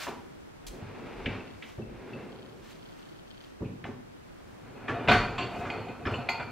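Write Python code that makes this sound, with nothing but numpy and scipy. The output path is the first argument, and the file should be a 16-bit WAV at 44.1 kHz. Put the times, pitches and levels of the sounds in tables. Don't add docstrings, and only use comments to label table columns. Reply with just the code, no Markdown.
import sys
import numpy as np
from scipy import signal
from scipy.fft import rfft, irfft, next_fast_len
from scipy.io import wavfile
from scipy.ndimage import map_coordinates

SR = 44100
rng = np.random.default_rng(int(sys.argv[2]) if len(sys.argv) > 2 else 0)


def to_wav(s):
    ch = np.atleast_2d(s).T
    pcm = np.round(np.clip(ch, -1, 1) * 32767)
    wavfile.write(sys.argv[1], SR, pcm.astype(np.int16))


N = 287091
T = np.arange(N) / SR

# t/s, level/dB
RACK_TRAVEL = [(4.55, -69), (4.68, -52), (4.82, -49), (4.92, -37.5), (5.25, -39.5), (5.75, -40.5),
               (6.02, -47.5), (6.13, -33), (6.26, -45.5), (6.51, -46.5)]
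# f/Hz, bandwidth/Hz, gain/dB
TUB_MODES = [(118.4, 45, -5.5), (248.5, 50, -2.5), (369.7, 57, 1), (480, 276, -5.5)]
# f/Hz, bandwidth/Hz, gain/dB
STEEL_MODES = [(765, 350, 7), (1630, 660, 8), (1890, 760, 7), (2770, 680, 1.5), (3090, 1040, -4)]


def knocks():
    # t/s, clack level/dB, clack f/Hz, bandwidth over f, thud level/dB, boom level/dB, boom f/Hz, t60/s
    contacts = [(0.067, -34.5, 815, 0.99, -30.5, -57, 110, 0.23), (0.822, -59, 900, 1, -50, -33, 100, 0.17),
                (1.258, -29, 2270, 0.57, -26, -32, 100, 0.056),
                (1.285, -56, 2380, 0.34, -52, -37, 104, 0.62),
                (1.624, -43.5, 2250, 0.88, -46, -74, 110, 0.11),
                (1.78, -48, 590, 0.75, -27.5, -32, 133, 0.14), (3.606, -62, 900, .9, -29.5, -33, 60, 0.11),
                (3.62, -53.5, 990, 0.86, -36, -27, 192, 0.15),
                (3.645, -60.5, 2500, 0.34, -40, -30, 129, 0.42),
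                (3.84, -39, 1750, 0.88, -39, -37, 110, 0.046),
                (3.85, -41, 840, 1.14, -31, -39.5, 128, 0.21),
                (4.88, -33, 1340, 0.74, -28.5, -42, 110, 0.19),
                (5.075, -30, 1300, 0.91, -26, -22.5, 109, 0.17),
                (5.084, -23.5, 2530, 1.2, -19.5, -20, 105, 0.23),
                (5.112, -22.5, 1370, 0.84, -27, -26, 64.5, 0.32),
                (5.38, -38, 2300, 1.3, -32, -49, 110, 0.38), (5.65, -39, 1270, 0.5, -37, -42, 115, 0.31),
                (5.701, -32.5, 2360, 0.4, -35.5, -34.5, 111, 0.031),
                (5.739, -53, 1900, 1, -38, -52, 109, 0.043),
                (5.884, -46, 2380, 0.55, -34.5, -58, 110, 0.027),
                (6.053, -35, 1600, .8, -25.5, -37, 65, 0.057),
                (6.068, -30.5, 1340, 0.75, -29, -27, 108, 0.074),
                (6.136, -37.5, 2750, 0.22, -40, -34, 111, 0.1),
                (6.288, -21.5, 2490, 0.43, -33, -64, 110, 0.033),
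                (6.396, -47, 1480, .5, -44, -36, 114, 0.31)]
    scatter_db, scatter_per_s, fizz_db = 2.5, 124, -19
    thud_rise_s, longest_t60_s = 0.016, .35
    out, t = np.zeros(N + SR), np.arange(SR // 3) / SR
    skin = lambda f: 1 + 0.036 * band(f, 2700, 250)
    panel = lambda f: skin(f) * lowpass(f, 4000, 1.02) ** 3
    tub = lambda f: resonances(f, TUB_MODES) * 1j * f / (150 + 1j * f) * lowpass(f, 453, 1.3) ** 2
    for s, clack_db, clack_hz, width, thud_db, boom_db, boom_hz, t60 in contacts:
        decay = amp(-60 * t / min(t60, longest_t60_s)) * (1 - np.exp(-t / 0.00055))
        blow = decay * (1 + 0.25 * np.exp(-t / 0.0011))
        clack_noise, fizz_noise, thud_noise, boom_noise = rng.standard_normal((4, len(t)))
        uneven = map_coordinates(clack_noise, [t * scatter_per_s])
        after_blows = amp(scatter_db * uneven * (0.5 - np.exp(-t * scatter_per_s)))
        crack = unit(filtered(clack_noise, lambda f: band(f, clack_hz, width * clack_hz) ** 2))
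        clack = filtered(after_blows * blow * crack, panel)
        hiss = unit(filtered(fizz_noise, lambda f: (f / 4000) ** 3 / (1 + (f / 5600) ** 8)))
        fizz = amp(fizz_db) * decay * (1 - np.exp(-t / 0.012)) * hiss
        thud = filtered(thud_noise * decay * (1 - np.exp(-t / thud_rise_s)), tub)
        boom = filtered(boom_noise * blow ** 3, lambda f: band(f, boom_hz, 30) / (1 + 1j * f / 150))
        bass = amp(thud_db) * unit_peak(thud) + amp(boom_db) * unit_peak(boom)
        out[round(s * SR):][:len(t)] += amp(clack_db) * (clack + fizz) + bass
    return out[:N]


def dishes():
    # f/Hz, level/dB, t60/s
    cup = [(779, 10.5, 0.061), (898, 4.5, 0.13), (2060, 1, 0.085), (2470, 5, 0.17), (2690, -11, 0.18),
           (3180, -7, 0.047)]
    glass = [(1060, 5.5, 0.1), (2670, -1, 0.1), (2770, -2.5, 0.2), (4460, -9, 0.3), (5960, -23, 0.13),
             (7380, -18, 0.19)]
    lid = [(712.4, 9, 0.13), (1261, 3, 0.14), (1380, -4, 0.24), (1491, 0.5, 0.14), (2452, -3, 0.17),
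           (3740, -11, 0.064)]
    pot = [(595, -2, 0.18), (963, -1, 0.2), (1320, 1.5, 0.04), (1416, 1.5, 0.22), (2050, -12, 0.26),
           (2343, -6.5, 0.28), (3450, -13, 0.17)]
    spoon = [(5550, 12, 0.15), (5200, 10, .12)]
    tumbler = [(4360, -5, 0.23), (4410, 0, 0.29), (4750, -5, 0.17), (6430, -15.5, 0.14), (7250, -18, 0.1),
               (7310, -16, 0.16), (10950, -15, 0.12), (11500, -22, 0.074), (12350, -17.5, 0.093)]
    rack = [(1133, 1.5, 0.15), (1743, 8.5, 0.072), (2440, -2, 0.08), (3210, -3.5, 0.075)]
    # t/s, object struck, level/dB
    clinks = [(4.881, "rack", -39), (4.896, "rack", -41), (5.084, "pot", -24), (5.086, "lid", -26.5),
              (5.114, "lid", -26), (5.118, "cup", -39), (5.114, "tumbler", -31), (5.155, "lid", -31.5),
              (5.178, "tumbler", -41.5), (5.208, "pot", -40.5), (5.245, "pot", -39), (5.381, "glass", -34),
              (5.405, "glass", -40), (5.423, "glass", -41), (5.533, "glass", -50), (5.654, "pot", -42),
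              (5.7, "cup", -41.5), (5.702, "tumbler", -47.5), (5.74, "pot", -48.5), (5.773, "tumbler", -63),
              (5.805, "tumbler", -63), (5.884, "cup", -49.5), (6.055, "rack", -40.5),
              (6.06, "spoon", -62.5), (6.07, "pot", -39), (6.139, "glass", -44), (6.288, "cup", -35.5),
              (6.291, "tumbler", -33.5), (6.302, "cup", -44), (6.32, "glass", -46), (6.343, "cup", -41),
              (6.345, "tumbler", -52), (6.397, "pot", -36.5)]
    coupling = {"cup": -13, "tumbler": -24.5, "glass": -13.5, "lid": -10.5, "pot": -9}
    load = dict(cup=cup, glass=glass, lid=lid, pot=pot, spoon=spoon, tumbler=tumbler, rack=rack)
    hard_blow_db = -20
    rattles_per_s, rattle_db, spread_db, detune = 16, -5, 3.5, .04
    out, t = np.zeros(N + SR), np.arange(SR * 2 // 5) / SR
    fade = np.clip(20 * (t[-1] - t), 0, 1)
    for s, struck, db in clinks:
        soft_db = max(hard_blow_db - db, 0)
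        neighbours = sum(amp(gain_db) * ring(load[name], t, soft_db - gain_db)
                         for name, gain_db in coupling.items()
                         if struck not in (name, "rack"))
        out[round(s * SR):][:len(t)] += amp(db) * fade * (ring(load[struck], t, soft_db) + neighbours)
    start = round(RACK_TRAVEL[0][0] * SR)
    shake = envelopes(RACK_TRAVEL)[0][start:]
    for name, gain_db in 2 * list(coupling.items()):
        strikes = rng.random(len(shake)) < rattles_per_s / SR
        uneven_db = spread_db * np.clip(rng.standard_normal(len(shake)), -3, 1.5)
        blows = shake * strikes * amp(rattle_db + gain_db + uneven_db)
        tone = fade * ring(load[name], t * (1 + detune * rng.standard_normal()))
        out[start:N] += signal.fftconvolve(blows, tone)[:len(shake)]
    return out[:N]


def rolling_rack():
    # f/Hz, bandwidth/Hz, gain/dB
    door_modes = [(111.7, 30, -1), (240, 26, -1), (438, 167, -5)]
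    scrape_db, jingle_db = -6.5, -38.5
    wheels = rumble(door_modes, spread_db=3)
    jingle = unit(filtered(grit(3, 45), lambda f: band(f, 7000, 9000) ** 2))
    scrape = unit(filtered(grit(3.8, 40), steel))
    return envelopes(RACK_TRAVEL)[0] * (wheels + amp(jingle_db) * jingle + amp(scrape_db) * scrape)


def swinging_door():
    # t/s, rumble level/dB, scrape level/dB
    stages = [
        [(0.62, -87, -62), (0.73, -47, -59), (0.85, -49.5, -51.5), (1.05, -46, -50), (1.33, -42, -44.5),
         (1.57, -56, -60), (1.72, -78, -60)],
        [(1.8, -48, -69), (1.97, -51, -56), (2.15, -42.5, -51), (2.4, -47.5, -58.5), (2.9, -63, -97)],
    ]
    bright_hz = 1880
    rumble_gain, scrape_gain = np.sum([envelopes(stage) for stage in stages], axis=0)
    scrape = unit(filtered(grit(1.5, 60), lambda f: steel(f) * (1 + 1j * f / bright_hz)))
    return rumble_gain * rumble(TUB_MODES, spread_db=1.2) + scrape_gain * scrape


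def pushed_air():
    # t/s, level/dB
    lurches = [(0.7, -48.5), (1.09, -59), (1.22, -49), (1.9, -47.5), (5.2, -40.5)]
    rise_db_per_s, fall_db_per_s = 200, 66
    level = sum(swell(s, db, rise_db_per_s, fall_db_per_s) for s, db in lurches)
    return level * unit(filtered(grit(0.78, 9.9), lambda f: band(f, 40, 25) ** 2))


def latch():
    start_s, hold_s, t60_s = 0.667, .018, 0.031
    tear = unit(filtered(grit(2.3, 400), lambda f: band(f, 4000, 7000) ** 2))
    level = amp(-46.5 - 60 * np.maximum(T - start_s - hold_s, 0) / t60_s) * (T > start_s)
    snap = 1 + 0.76 * np.exp(-np.abs(T - start_s) / 0.0019)
    return level * snap * tear


def spring():
    # f/Hz, level/dB, t60/s
    modes = [(2645, 1, 0.14), (2670, -3, 0.18), (3360, -17, 0.11), (4450, -15, .12)]
    # t/s, level/dB
    slips = [(1.29, -46), (1.401, -49), (1.819, -57), (2.133, -47.5)]
    out, t = np.zeros(N + SR), np.arange(SR // 4) / SR
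    for s, db in slips:
        out[round(s * SR):][:len(t)] += amp(db) * ring(modes, t)
    return out[:N]


def focus_drive():
    # first step t/s, last step t/s, drive level/dB
    runs = [(1.255, 1.39, -48), (1.473, 1.538, -38.5), (2.288, 2.524, -40), (2.626, 2.757, -43),
            (2.791, 2.923, -38), (2.99, 3.19, -40), (3.274, 3.474, -41)]
    step_s = 1 / 30
    # delay t/s, relative strength
    step_blows = [(0, 0.43), (.0045, 0.28), (.007, .5), (.0165, 0.13)]
    blows = np.zeros(N)
    for first, last, db in runs:
        count = round((last - first) / step_s) + 1
        for k, s in enumerate(np.linspace(first, last, count)):
            arch = np.sin(np.pi * (k + 1) / (count + 1)) ** 0.52
            size = amp(db + 3.3 * rng.standard_normal()) * arch
            for delay, share in step_blows:
                blows[round((s + delay - .001) * SR)] = size * share * rng.uniform(0.6, 1)
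    casing = lambda modes: filtered(blows, lambda f: band(f, 3450, 4600) * resonances(f, modes))
    return casing([(3130, 150, 25), (4450, 300, 22)]), casing([(3200, 400, 30), (4900, 500, 17)])


def swishes():
    # peak t/s, treble level/dB, rise t/s, fall t/s
    strokes = [(0.031, -50, 0.44, 0.12), (1.698, -67.5, 0.36, 0.16), (2.71, -65.5, 0.16, 0.09),
               (3.0, -72.5, 0.67, 0.46), (3.44, -72.5, 0.22, 0.26), (5.61, -64, 0.16, 0.073)]
    # f/Hz, relative level/dB
    spectrum = [(200, -20), (500, -8), (1500, -0.5), (3000, -4), (6000, -10), (10000, -20.5), (15500, -22)]
    span_db = 20
    level = sum(swell(s, db, span_db / rise, span_db / fall) for s, db, rise, fall in strokes)
    rub = shaped(grit(1.6, 80), spectrum)
    treble = filtered(rub, lambda f: (f > 5500) & (f < 14000))
    return level * rub / np.std(treble)


def room_air():
    # f/Hz, relative level/dB
    mid_spectrum = [(15, -27), (25, -5), (156, -4.5), (234, -6.5), (411, -11.5), (650, -13.5),
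                    (1540, -17.5), (15600, -42.5)]
    side_spectrum = [(15, -69), (25, -29), (80, -18), (122, -3.5), (275, -0.5), (350, 2.5), (458, -4),
                     (3950, -26.5), (5920, -30.5), (15600, -42.5)]
    mid = amp(-55) * unit(shaped(grit(1.0, 3.52), mid_spectrum))
    side = amp(-50) * unit(shaped(grit(0.86, 3.47), side_spectrum))
    return mid, side


def kitchen(x):
    # f/Hz, t60/s
    decay_times = [(100, 0.91), (500, 0.55), (2500, 0.53), (10000, 0.47)]
    hz, t, spectra = signal.stft(rng.standard_normal((2, SR * 2 // 3)), SR, nperseg=256)
    decay = amp(-60 * t / log_curve(decay_times, hz)[:, None])
    tail = signal.istft(spectra * decay, SR, nperseg=256)[1]
    return signal.fftconvolve(x[None], tail / np.linalg.norm(tail[0]), axes=1)[:, :N]


def ring(modes, t, soft_db=0):
    spread_db, relative_linewidth, nudge_s, contact_s = 2, .0055, .0005, .0007
    hz, db, t60 = np.transpose(modes)[:, :, None]
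    dulling_db = .25 * soft_db * np.maximum(np.log2(hz / 5000), 0)
    strength = amp(db - dulling_db + spread_db * rng.standard_normal(hz.shape) - 60 * t / t60)
    nudge_rad = np.sqrt(2 * np.pi * relative_linewidth * hz * nudge_s)
    walks = np.cumsum(nudge_rad * rng.standard_normal((len(modes), int(t[-1] / nudge_s) + 2)), axis=1)
    wander = np.array([np.interp(t / nudge_s, np.arange(len(walk)), walk) for walk in walks])
    onset = (1 - np.exp(-t / contact_s)) ** 2
    return onset * np.sum(strength * np.sin(2 * np.pi * hz * t + wander), axis=0)


def rumble(modes, spread_db):
    return unit(filtered(grit(spread_db, 30), lambda f: resonances(f, modes) / (1 + (f / 700) ** 2)))


def steel(f):
    return resonances(f, STEEL_MODES) / (1 + (f / 4200) ** 4)


def grit(spread_db, per_s):
    knots = np.clip(rng.standard_normal(int(N * per_s / SR) + 4), -3, 1.5)
    return rng.standard_normal(N) * amp(spread_db * np.interp(T * per_s, np.arange(len(knots)), knots))


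def resonances(f, modes):
    return sum((-1) ** k * amp(db) * band(f, hz, width) for k, (hz, width, db) in enumerate(modes))


def band(f, centre_hz, width_hz):
    return 1j * f * width_hz / (centre_hz ** 2 - f ** 2 + 1j * f * width_hz)


def lowpass(f, corner_hz, loss):
    return 1 / (1 - (f / corner_hz) ** 2 + 1j * loss * f / corner_hz)


def filtered(x, response):
    size = next_fast_len(x.shape[-1] + SR // 4)
    return irfft(rfft(x, size) * response(np.fft.rfftfreq(size, 1 / SR)), size)[..., :x.shape[-1]]


def shaped(x, spectrum):
    return filtered(x, lambda f: amp(log_curve(spectrum, f)))


def log_curve(points, hz):
    f, values = np.transpose(points)
    return np.interp(np.log(hz + 1), np.log(f + 1), values)


def envelopes(rows):
    times, *levels = np.transpose(rows)
    return [amp(np.interp(T, times, db, -120, -120)) for db in levels]


def swell(s, db, rise_db_per_s, fall_db_per_s):
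    return amp(db - rise_db_per_s * np.maximum(s - T, 0) - fall_db_per_s * np.maximum(T - s, 0))


def amp(db):
    return 10 ** (np.asarray(db) / 20)


def unit(x):
    return x / np.sqrt(np.mean(x ** 2) + 1e-20)


def unit_peak(x):
    return x / np.abs(x).max()


def scene():
    # f/Hz, gain/dB
    side_gain = [(60, -53), (200, -18), (700, -19.5), (2400, -24.5), (4400, -8), (8000, -0.5), (15000, -1)]
    side_delay_s = .003
    hits = knocks() + latch() + spring() + dishes()
    motion = swinging_door() + pushed_air() + rolling_rack()
    rub = swishes()
    room_mid, room_side = kitchen(amp(-4.5) * hits + amp(-10.5) * rub)
    motion_side = kitchen(motion)[1]
    delayed = filtered(rub + 0.88 * hits, lambda f: np.exp(-2j * np.pi * f * side_delay_s))
    tick_mid, tick_side = focus_drive()
    air_mid, air_side = room_air()
    mid = hits + motion + rub + room_mid + air_mid + tick_mid
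    side = shaped(room_side + motion_side + delayed, side_gain) + air_side + tick_side
    return np.array([mid + side, mid - side])


def record(dry):
    top_hz = 15750
    return filtered(dry, lambda f: f < top_hz)


dry = scene()
out = record(dry)
to_wav(out)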